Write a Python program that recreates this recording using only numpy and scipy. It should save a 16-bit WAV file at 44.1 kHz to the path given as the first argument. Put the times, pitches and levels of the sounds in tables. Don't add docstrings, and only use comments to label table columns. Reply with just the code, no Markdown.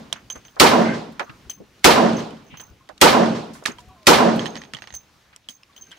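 import sys
import numpy as np
from scipy import signal
from scipy.fft import rfft, irfft, next_fast_len
from scipy.io import wavfile
from scipy.ndimage import uniform_filter1d, map_coordinates

SR = 44100
rng = np.random.default_rng(int(sys.argv[2]) if len(sys.argv) > 2 else 0)


def gain_from_db(level_db):
    decades = np.asarray(level_db, float) / 20
    return 10 ** decades


def transcribe(signal):
    frames = np.atleast_2d(signal).T
    limited = np.clip(frames, -1, 1)
    pcm = np.round(limited * 32767).astype(np.int16)
    wavfile.write(sys.argv[1], SR, pcm)


N = 263718


def unit(x):
    return x / np.sqrt(np.mean(x ** 2) + 1e-20)


def along(points, hz, axis=1):
    table = np.transpose(points)
    return np.interp(np.log(hz + 1), np.log(table[0] + 1), table[axis])


def wander_at(rate_hz, t, knots):
    return map_coordinates(rng.standard_normal(knots), [t * rate_hz])


def pair(size, alike):
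    hz = np.fft.rfftfreq(size, 1 / SR)
    a, b = rfft(rng.standard_normal((2, size)))
    turn = np.arccos(np.clip(along(alike, hz), -1, 1)) / 2
    common, opposed = np.cos(turn) * a, np.sin(turn) * b
    return hz, np.array([common + opposed, common - opposed])


def noise_about(spectra, hz, centre_hz, octaves):
    distance = np.log2(hz / centre_hz + 1e-9) / octaves
    return unit(irfft(spectra * np.exp(-distance ** 2)))


def swell(t, rise, t60):
    late = np.maximum(t, 0)
    return gain_from_db(-60 * late / t60) * (1 - np.exp(-late / rise))


def add(out, s, sound, pan_db=0):
    start = round(s * SR) + SR
    out[:, start:start + sound.shape[-1]] += sound * gain_from_db(np.array([[.5], [-.5]]) * pan_db)


def patchy(x, depth_db):
    z = signal.stft(x, nperseg=512)[2]
    field = uniform_filter1d(rng.standard_normal(z.shape[1:]), size=8, axis=0)
    field = uniform_filter1d(field, size=9, axis=1)
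    bass_share = np.linspace(1, 0, len(field))[:, None] ** 4
    return signal.istft(z * gain_from_db(depth_db * unit(field) * bass_share), nperseg=512)[1][:, :x.shape[1]]


# f/Hz, level per Hz/dB
AIR_SPECTRUM = [(20, -11), (45, -1.5), (110, -2.5), (250, -2), (500, -9), (2500, -14), (6300, -20),
                (8000, -28), (15800, -33)]
# f/Hz, likeness/1
AIR_LIKENESS = [(60, .999), (200, .975), (380, .85), (700, .6), (2400, .6), (6800, .6), (11000, .8),
                (15000, .9)]
# t/s, level/dB
BREEZE_LEVEL = [(0, 3.5), (1.599, 1), (2.799, -1), (3.9, 3.5), (5.151, 0.5), (5.501, -2), (6, 0.5)]
# t/s, level/dB
TRAFFIC_LEVEL = [(0, 0), (2.5, 1), (4.4, 0), (5, -6), (5.6, -6.5), (6, -4)]


def air():
    size, t = next_fast_len(N), np.arange(N) / SR
    hz, spectra = pair(size, AIR_LIKENESS)
    drift = wander_at(5, t, 40)
    whole = unit(irfft(spectra * gain_from_db(along(AIR_SPECTRUM, hz)), size)[:, :N])
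    low = signal.sosfiltfilt(signal.butter(2, 450, fs=SR, output="sos"), whole)
    mixed = whole + low * (gain_from_db(np.interp(t, *np.transpose(TRAFFIC_LEVEL))) - 1)
    return gain_from_db(-57 + np.interp(t, *np.transpose(BREEZE_LEVEL)) + 1.7 * drift) * mixed


def rustle(out):
    per_s, level_db, spread_db, centre_hz = 16, -62, 1.8, 2000
    t = np.arange(2 ** 12) / SR
    for when, size, pitch, life, side in rng.random((round(per_s * N / SR), 5)):
        hz, spectra = pair(len(t), [(300, .3)])
        crackle = noise_about(spectra, hz, centre_hz * 4 ** (pitch - .5), 0.39)
        crackle *= swell(t, .002, .015 + 0.079 * life)
        add(out, when * N / SR, gain_from_db(level_db - spread_db * np.log(size)) * crackle, 8 * (side - .5))


# t/s, f/Hz, level/dB
CALL_GLIDE = [
    (3.751, 690, -53),
    (3.80, 700, -50),
    (3.86, 738, -52),
    (3.929, 755, -46),
    (3.965, 705, -54),
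    (4.01, 650, -51),
    (4.061, 595, -54),
]


def call():
    s, hz, db = np.transpose(CALL_GLIDE)
    t = np.arange(N) / SR
    waver = wander_at(45, t, 400)
    phase = 2 * np.pi * np.cumsum(np.interp(t, s, hz)) / SR + .5 * waver
    gate = uniform_filter1d(1. * ((t > s[0]) & (t < s[-1])), 900)
    level = gain_from_db(np.interp(t, s, db) - 6.5 + 3 * waver[::-1])
    return gate * level * (np.sin(phase) + .12 * np.sin(2 * phase))


def puff(out, s, db, centre_hz, rise, t60, pan_db, octaves=1.1):
    t = np.arange(2 ** 14) / SR
    hz, spectra = pair(len(t), [(300, 0.3), (8000, 0.14)])
    add(out, s, gain_from_db(db) * noise_about(spectra, hz, centre_hz, octaves) * swell(t, rise, t60), pan_db)


# t/s, level/dB, centre f/Hz, t60/s
SCUFF_EVENTS = [(.155, -41, 1280, 0.2), (.303, -45, 7300, 0.092), (0.353, -38, 1300, 0.12),
                (0.353, -49, 5470, 0.091), (.564, -34, 716, 0.19), (1.119, -55, 9940, 0.08),
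                (1.1946, -17, 1420, 0.05), (1.204, -20.5, 875, 0.1), (1.294, -33.5, 1650, 0.054),
                (1.501, -35.5, 5840, 0.075), (2.538, -39.5, 1207, 0.099), (2.601, -47.5, 890, 0.32),
                (3.533, -46, 5500, 0.3), (3.549, -39, 1050, 0.13), (3.623, -35, 600, 0.067),
                (.819, -45, 11500, 0.055), (.843, -54, 12000, .02), (.724, -46, 9000, .02),
                (3.637, -39, 5000, 0.032), (3.661, -27, 1250, 0.2), (3.664, -26, 3900, 0.12),
                (3.79, -45, 5170, 0.036), (3.802, -45, 4260, 0.051), (3.884, -54, 9500, .03),
                (4.358, -42, 8550, 0.082), (4.948, -34, 5940, 0.049), (5.327, -46.5, 1684, 0.1),
                (5.489, -41, 5110, 0.13), (5.799, -50.5, 606, 0.055), (5.922, -48, 1700, 0.26)]
# t/s, level/dB, centre f/Hz, left-right level/dB
BUMP_EVENTS = [
    (2.8915, -33, 650, -12),
]


def scuffs(out):
    for s, db, hz, t60 in SCUFF_EVENTS:
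        puff(out, s, db, hz, .002, t60, -2)
    for s, db, hz, pan_db in BUMP_EVENTS:
        puff(out, s, db, hz, .002, .085, pan_db)


# t/s, level/dB, centre f/Hz
THUMP_EVENTS = [(0.12, -40, 130), (.35, -35, 355.6), (1.292, -34.5, 159.3), (2.526, -34.5, 144),
                (1.6, -33, 279), (6.9, -47, 370), (1.2, -28.5, 360), (3.684, -27.5, 245),
                (4.737, -36.5, 149), (5.488, -49, 200)]


def thumps(out):
    for s, db, hz in THUMP_EVENTS:
        puff(out, s, db, hz, .0038, .12, 0)


# t/s, level/dB, centre f/Hz
DRAG_EVENTS = [
    (.851, -24, 1810),
    (1.259, -42.5, 1230),
    (2.499, -43, 2640),
]


def drags(out):
    for s, db, hz in DRAG_EVENTS:
        puff(out, s, db, hz, .015, .36, 1.2, octaves=.45)


# t/s, level/dB
TRIGGER_EVENTS = [
    (.558, -45.5),
    (1.7935, -50.5),
    (2.978, -38),
    (4.03, -46.5),
]


def trigger(out):
    for s, db in TRIGGER_EVENTS:
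        puff(out, s, db, 3300, .0003, .019, -.5)


def tone(t, hz, db, t60, turn):
    return gain_from_db(db) * swell(t, .00033, t60) * np.sin(2 * np.pi * (hz * t + turn))


# t/s, peak level/dB, upper mode level/dB, left-right level/dB
RING_EVENTS = [(.136, -58, -18, -13), (.3005, -36, -25, -6.5), (0.329, -52, -20, 1),
               (.4489, -50.5, -18, -7), (.462, -57, -8, -5), (.79, -74, 11, -4), (1.2, -63, -5.5, -6),
               (1.2214, -60, -14.5, -12), (1.497, -39.5, -11, 4), (2.168, -43, -17, -5), (2.44, -77, 4, -8),
               (2.4658, -67, -9.5, -12), (2.5714, -50.5, -7, -7), (2.6015, -47, -8, -9),
               (3.662, -70, 5, -2), (3.69, -72, 9, -2), (3.7174, -52, -20, -7), (4.3929, -50.5, -24, 3),
               (4.4588, -47, -22, -4), (4.566, -49, -24, -6), (4.7361, -58, -15, -9), (4.772, -66, -17, -6),
               (4.8194, -61, -15, -1), (4.8863, -64, -34, -10), (4.9247, -57, -32, -14),
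               (4.9397, -34.5, -13, -5), (4.96, -43.5, -10, -6), (5.487, -73, 8, -6),
               (5.4959, -44, -16, -6), (5.7644, -52.5, -8.5, 6.5), (5.784, -57.5, -19, -1),
               (5.811, -53, -16, -5), (5.83, -59, -16, -1.5), (5.868, -61, -15.5, -4),
               (5.9694, -66, -13, -5)]
# f/Hz, level/dB, share of t60/1
TUBE_MODES = [(6230, 1, 0.71), (6334, 0, 0.89), (12500, -26.5, 0.51), (3104, -27, 0.41)]
# f/Hz, level/dB, share of t60/1
UPPER_MODES = [(15400, -4.5, 1.1), (15530, -3, 1.05)]
CASE_START = [0, 1, 2, 3.5, 4.2, 4.93, 5.2]
# f/Hz, t60/s
CASE_PITCH = [(6250, 0.23), (6220, 0.22), (6230, 0.24), (6360, 0.11), (6360, 0.31), (6245, 0.18),
              (6300, 0.22)]


def rings(out):
    t = np.arange(SR // 3) / SR
    tube_hz = TUBE_MODES[0][0]
    for (s, db, upper_db, pan_db), turns in zip(RING_EVENTS, rng.random((len(RING_EVENTS), 8))):
        hz, t60 = CASE_PITCH[np.searchsorted(CASE_START, s) - 1]
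        splits = [1, 0.3 + .35 * turns[6], 1, 1]
        uneven_db = 2.6 + 6 * turns[7]
        wander, flutter = wander_at(90, t, 40), wander_at(90, t, 40)
        turns = turns[:, None] + .5 * wander / (2 * np.pi)
        ring = 0
        for (mode_hz, level_db, share), turn, split in zip(TUBE_MODES, turns, splits):
            case_hz = hz + (mode_hz * hz / tube_hz - hz) * split
            ring = ring + tone(t, case_hz, level_db - uneven_db * (mode_hz > tube_hz), share * t60, turn)
        for (mode_hz, level_db, share), turn in zip(UPPER_MODES, 2 * turns[4:]):
            ring = ring + tone(t, mode_hz, level_db + upper_db, share * t60, turn)
        add(out, s, gain_from_db(db + 6.0 + 4.3 * flutter) * ring, pan_db)


# t/s, level/dB, f/Hz,
# t60/s
TAP_EVENTS = [(0.851, -29, 2053, 0.09), (0.855, -31.5, 1570, 0.16), (0.884, -25, 1543, 0.092),
              (.892, -29.5, 2100, 0.13), (0.921, -29.5, 1570, 0.15), (2.808, -52.5, 1063, 0.1),
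              (3.786, -38.5, 974, 0.08), (3.89, -51.5, 1134, 0.26), (3.906, -48, 983, 0.084),
              (3.96, -56, 1047, 0.58), (4.393, -16.5, 3230, 0.017), (1.574, -59, 1090, 0.16),
              (2.68, -57, 1470, 0.13), (2.553, -46, 2760, .04), (4.7473, -26, 3300, 0.028),
              (5.633, -41, 5190, 0.017), (5.696, -56, 1128, 0.12), (5.868, -57, 1570, 0.14),
              (5.921, -45.5, 1580, 0.074), (5.925, -53.5, 1930, 0.1)]


def taps(out):
    t = np.arange(SR // 3) / SR
    for s, db, hz, t60 in TAP_EVENTS:
        add(out, s, tone(t, hz, db + 2.5, t60, 0) * (1 - np.exp(-t / 0.00091)))


def knock(out, s, db, thud_db, bright_db, pan_db, body_hz, t60, modes, touch=.55, smear=.15, grit=.36):
    t = np.arange(2 ** 12) / SR
    hz, spectra = pair(len(t), [(300, 0.45), (8000, 0.3)])
    body_hz = body_hz * (1 + 0.016 * rng.standard_normal())
    first_touch = touch * swell(t, .0002, .008)

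    def mode(ratio):
        return np.sin(2 * np.pi * body_hz * ratio * t)

    def grain(octaves):
        return noise_about(spectra, hz, body_hz, octaves)

    def crack(centre_hz, octaves, smear_t60):
        return noise_about(spectra, hz, centre_hz, octaves) * (first_touch + smear * swell(t, 0.0031, smear_t60))

    body = 0.51 * modes(mode, grain) * swell(t, 0.00031, t60) + grit * crack(3300, 0.83, 0.07)
    edge = gain_from_db(bright_db) * crack(7800, .55, 0.026)
    thud = gain_from_db(thud_db) * crack(1030, 1.75, 0.1)
    add(out, s, gain_from_db(db) * (body + edge + thud), pan_db)


# t/s, peak level/dB, thud level/dB, left-right level/dB
CLINK_EVENTS = [(0.301, -21, -3, -4), (.3191, -37, -4, -3), (0.451, -37.5, 5, -2), (.482, -37.5, -7, -7),
                (1.4965, -22, -8, -2), (1.512, -28.5, -8, -2.5), (2.0922, -25, -3, 5), (2.132, -29, 9, 2),
                (2.2045, -27.5, -3, 4), (2.307, -31.5, -14, -3), (2.368, -43, -9, -3), (2.5728, -34, 1, -4),
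                (2.5978, -37.5, 10.5, 2), (2.6006, -33, 0, -8), (3.2603, -24.5, 0, 4),
                (3.7844, -37.5, 6, -8), (4.4645, -20, -5, -7), (4.7474, -23.5, -28.5, -18),
                (5.487, -18, -13.5, -1.5), (5.5041, -34, -11, -1), (5.7636, -32.5, -8, -4),
                (5.7779, -34, -8, 1), (5.83, -40, -17, 3.5), (5.91, -40, -2.5, -2), (5.915, -31, -6.5, 3),
                (5.919, -29.5, -22, -4), (5.974, -42, -11, -4), (5.927, -34, -32, -2)]


def clinks(out):
    def modes(mode, grain):
        return 0.32 * mode(0.94) + 0.64 * mode(0.97) + 0.27 * grain(0.08)
    for s, db, thud_db, pan_db in CLINK_EVENTS:
        knock(out, s, db, thud_db, -14, pan_db, 3230, .038, modes)


# ratio to the body f/1, level/dB
BODY_OVERTONES = [(0.471, -9), (1.55, -6.5), (2.45, -12.5), (2.87, -13)]


def flat_modes(mode, grain):
    return mode(0.99) + sum(gain_from_db(level_db) * mode(ratio) for ratio, level_db in BODY_OVERTONES)


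# t/s, peak level/dB, bright level/dB, left-right level/dB
CLACK_EVENTS = [(1.1951, -19, -16, -12), (2.8898, -30.5, -10, -5.5), (4.3934, -20.5, -42, -15),
                (4.4573, -15, -42, -10.5), (4.7359, -18, -19, -5), (4.821, -23, -36, -5),
                (4.873, -26, -25, -4), (4.9252, -36, -22, -4), (4.9399, -27.5, -10, -4)]


def clacks(out):
    for s, db, bright_db, pan_db in CLACK_EVENTS:
        knock(out, s, db, -1, bright_db, pan_db, 1820, .016, flat_modes)


# t/s, peak level/dB
RATTLE_EVENTS = [(4.5463, -35), (4.555, -18), (4.5658, -21.5), (4.5742, -26), (4.6172, -24.5),
                 (4.6368, -30), (4.651, -35), (4.768, -23.5), (4.7866, -29), (4.8396, -30), (4.9048, -32.5)]


def rattle(out):
    for s, db in RATTLE_EVENTS:
        knock(out, s, db, -3, -58, -6, 1930, .016, flat_modes)


# t/s, peak level/dB, body f/Hz, bright level/dB, left-right level/dB
SNAP_EVENTS = [(0.1269, -1.5, 3140, -17, -6.5), (0.1289, -17.5, 5880, -2.5, -12),
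               (.1305, -26, 900, -20, -1), (.159, -28, 1490, -25, 4), (.163, -28, 2980, -27, 1),
               (1.2032, -14, 1450, -28, -13), (1.2115, -31, 1300, -15, -6), (1.23, -36, 4000, -12, -2),
               (3.655, -6.5, 2660, -29, -14), (2.614, -33, 3170, 5.5, -1), (3.6588, 1.5, 1710, -13.5, -3.5),
               (3.6586, -4, 3900, -12.5, -2.5), (3.6586, -7, 5810, -12, -2.5),
               (3.661, -3.5, 1750, -28, -12), (3.675, -13, 4870, -26.5, -5), (3.683, -16, 980, -20, -10),
               (3.711, -28, 2400, -30, -4), (5.3619, -29.5, 3020, 2.5, 0), (5.3625, -28, 5700, -18, -2.5),
               (5.633, -29.5, 2875, -21, -1)]


def snaps(out):
    def modes(mode, grain):
        return 1.1 * mode(1) + 0.2 * grain(.2)
    for s, db, hz, bright_db, pan_db in SNAP_EVENTS:
        knock(out, s, db, -12, bright_db, pan_db, hz, .0075, modes, touch=.45, smear=.088, grit=.17)


# f/Hz, left-right level/dB
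BLAST_LEAN = [(60, 3.5), (150, 0.5), (380, 1), (950, -4), (2380, -1.5), (5980, -1.5), (15000, -0.5)]


def banded(size, envelope, alike):
    bands = np.geomspace(25, 17000, 30)
    hz, spectra = pair(size, alike)
    spectra = spectra * gain_from_db(np.outer([.5, -.5], along(BLAST_LEAN, hz)))
    place, out = np.interp(hz, bands, np.arange(len(bands))), np.zeros((2, size))
    for k, centre_hz in enumerate(bands):
        level = envelope(centre_hz)
        if level.max() > 1e-4:
            band = irfft(spectra * np.clip(1 - abs(place - k), 0, 1), size)
            out += band / np.sqrt(np.mean(band ** 2)) * level
    return out / np.sqrt(len(bands))


# f/Hz, likeness/1
ECHO_LIKENESS = [(60, .5), (150, 1), (300, 0.9), (480, 0.27), (1400, 0.45), (3000, 0.45), (7000, 0.31),
                 (11000, 0.57), (15000, 0.64)]


def answers(surfaces, rise, size, alike=ECHO_LIKENESS):
    t, steepness = np.arange(size) / SR, 8.03
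    s, db, lo, hi, t60 = np.transpose(surfaces)
    rise = np.broadcast_to(rise, s.shape)
    power = (gain_from_db(db)[:, None] * swell(t - s[:, None], rise[:, None], t60[:, None])) ** 2

    def envelope(hz):
        passed = 1 / (1 + (lo / hz) ** steepness) / (1 + (hz / hi) ** steepness)
        return np.sqrt(passed @ power)
    return banded(size, envelope, alike)


# delay t/s, f/Hz, level/dB, t60/s
SHED_MODES = [(.27, 227.4, -27, 0.8)]
# delay t/s, f/Hz, level/dB, t60/s
PANEL_MODES = [(0.003, 825.5, -7.5, 0.13), (0.003, 874.6, -7.5, 0.13), (0.004, 571.0, -5, 0.13),
               (0.009, 388.0, 1.3, 0.12), (0.012, 1332, 0, 0.08), (0.014, 1052, -0.0, 0.08),
               (0.014, 1176, -2, 0.08), (0.021, 306.5, 2, 0.08), (0.024, 1479, -4.5, 0.086),
               (0.026, 486, 2.4, 0.09), (0.026, 781.0, -4.5, 0.09), (0.031, 167.3, -5.5, 0.08),
               (0.031, 882.4, -2, 0.09), (0.041, 1100, -9, 0.08), (0.046, 956, -5.5, 0.1),
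               (0.061, 394.6, -8, 0.08), (0.079, 230, -7, 0.14), (0.081, 804, -12, 0.08),
               (0.084, 634.6, -11.5, 0.13), (0.106, 290.7, -14, 0.13), (0.109, 404.0, -8, 0.093),
               (0.111, 1015, -11.5, 0.13), (0.114, 665, -16.5, 0.09), (0.124, 831, -11.5, 0.08),
               (0.127, 1090, -7.5, 0.08), (0.131, 250.7, -7, 0.08), (0.141, 441.0, -11.5, 0.095),
               (0.141, 1023.0, -7, 0.097), (0.15, 227.6, -12.0, 0.46), (0.154, 956, -14, 0.13),
               (0.159, 754.0, -13.5, 0.09), (0.161, 334.0, -12.5, 0.13), (0.174, 640.7, -10.5, 0.17),
               (0.186, 361.0, -12, 0.08), (0.199, 447.0, -19.5, 0.13), (0.201, 576.0, -14, 0.15),
               (0.204, 716, -12, 0.09), (0.206, 226.0, -9, 0.26), (0.225, 442, -26, 0.09),
               (0.228, 309, -18, 0.091), (0.231, 633, -18, 0.13), (0.25, 875, -26, 0.1),
               (0.261, 640, -17, 0.08), (0.276, 339.0, -23, 0.09), (0.289, 168.5, -17, 0.08),
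               (0.3, 646, -26, 0.1), (0.303, 388.0, -25, 0.098), (0.308, 244, -19, 0.11),
               (0.33, 480.0, -24.5, 0.12), (0.356, 216, -23.5, 0.096)]


def panels():
    t = np.arange(2 ** 16) / SR
    left_lead = np.array([[.3], [-.3]])
    wander = .8 * wander_at(25, t, 60)
    boom = 0
    for s, hz, db, t60 in SHED_MODES:
        boom = boom + gain_from_db(db) * swell(t - s, 0.0022, t60) * np.sin(2 * np.pi * hz * t + left_lead + wander)
    boom = boom * gain_from_db([[.9], [-.9]])
    for s, hz, db, t60 in PANEL_MODES:
        side = np.array([[-1], [1]]) * min(hz / 400, 1)
        vibration = np.sin(2 * np.pi * hz * (t - s) + .6 * side)
        boom = boom + gain_from_db(db - 1 + 1.5 * side) * swell(t - s, .004, t60) * vibration
    return boom


# delay t/s, level/dB, low edge f/Hz, high edge f/Hz, t60/s
WALL_ECHOES = [(0.00082, 1, 260, 1236, 0.43), (0.038, -2.5, 281, 560, 0.21), (0.022, -13, 130, 320, 1),
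               (0.039, 1, 808, 1600, 0.36), (.058, -1.5, 1882, 5130, 0.22),
               (0.098, -17.5, 1600, 5580, 0.77), (.11, -20.5, 602, 1153, 0.44),
               (0.11, -6.5, 460, 1600, 0.38), (0.12, -10.5, 210, 854, 0.72), (0.19, -13, 170, 1320, 0.67),
               (0.333, -30.5, 114, 5800, 0.38), (.058, -17, 7100, 14000, 0.26),
               (.05, -7.5, 1700, 1900, .16), (0.256, -22, 300, 1050, .55)]
# delay t/s, level/dB, low edge f/Hz, high edge f/Hz, t60/s
FIELD_ECHOES = [(.093, -51, 168, 15400, .32), (.313, -40, 118.8, 3320, 0.93),
                (.35, -47.5, 50.1, 202.4, 4.1), (.36, -30, 300, 1010, .48)]
# delay t/s, level/dB, low edge f/Hz, high edge f/Hz, t60/s
PRESSURE_WAVE = [(0, -14, 70.1, 201, 0.22), (0, -19.5, 21.6, 665.5, 0.49)]
# f/Hz, likeness/1
PRESSURE_LIKENESS = [(30, 0.03), (90, .05), (150, 1)]
BLAST_RISE_S = 0.00027


def yard():
    echoes = panels()
    rises = [.0068] * len(WALL_ECHOES) + [.11] * len(FIELD_ECHOES)
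    echoes += patchy(answers(WALL_ECHOES + FIELD_ECHOES, rises, 2 ** 16), 2.5)
    echoes[:, :2 ** 15] += answers(PRESSURE_WAVE, BLAST_RISE_S, 2 ** 15, PRESSURE_LIKENESS)
    return echoes


# t/s, level/dB
SHOT_EVENTS = [
    (.5983, 0),
    (1.8426, 0),
    (3.0130, 0),
    (4.0684, 0),
]
# delay t/s, level/dB, low edge f/Hz,
# high edge f/Hz, t60/s
MUZZLE_GAS = [(0, -2, 8140, 12800, 0.2), (0, -5, 13000, 16010, .1), (0, 4.5, 1870, 6574, 0.24),
              (.005, 1.5, 597.5, 1398, 0.22), (.043, -5.5, 2000, 9000, 0.026),
              (0.049, -10.5, 300, 1200, .55), (0, -3, 1800, 2600, .12)]


def shots(out):
    echoes, ahead = yard(), np.arange(-400, 0) / SR
    lead_in = gain_from_db(-13.0) * np.exp(ahead / 0.00014) + gain_from_db(-35) * np.exp(ahead / .005)
    for s, db in SHOT_EVENTS + [(-0.5, 0)]:
        gas = gain_from_db(db) * answers(MUZZLE_GAS, BLAST_RISE_S, 2 ** 14)
        add(out, s + ahead[0], lead_in * gas[:, 100:][:, :len(ahead)])
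        add(out, s, gas)
        add(out, s, gain_from_db(db) * echoes)


def scene():
    out = np.zeros((2, N + 3 * SR))
    for source in (rustle, scuffs, thumps, drags, trigger, rings, taps, clinks, clacks, rattle, snaps, shots):
        source(out)
    return out[:, SR:SR + N] + call() + patchy(air(), 2.5)


def roll_off(x):
    return signal.sosfilt(signal.butter(12, 16300, fs=SR, output="sos"), x)


def record(dry):
    t = np.arange(N) / SR
    lag_s, kept_db, depth_db, recovery_s = 0.072, 2.1, 7.06, 0.19
    duck_db = np.zeros(N)
    for s, _ in SHOT_EVENTS:
        since = t - s
        kept = kept_db * np.clip((lag_s - since) / 0.085, 0, 1)
        duck_db += (since >= 0) * (depth_db * np.clip(1 - since / recovery_s, 0, 1) - kept)
    x = signal.sosfilt(signal.ellip(8, .5, 50, 15750, fs=SR, output="sos"), dry) * gain_from_db(-duck_db)

    def soft(v, top):
        return v / (1 + abs(v / top) ** 5) ** (1 / 5)
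    mid, side = soft((x[0] + x[1]) / 2, .95), soft((x[0] - x[1]) / 2, .8)
    x = signal.sosfilt(signal.butter(1, 30, "high", fs=SR, output="sos"), [mid + side, mid - side])
    x = 1.04 * x / (1 + abs(x) ** 10) ** (1 / 10)
    return roll_off(x)


dry = scene()
out = record(dry)
transcribe(out)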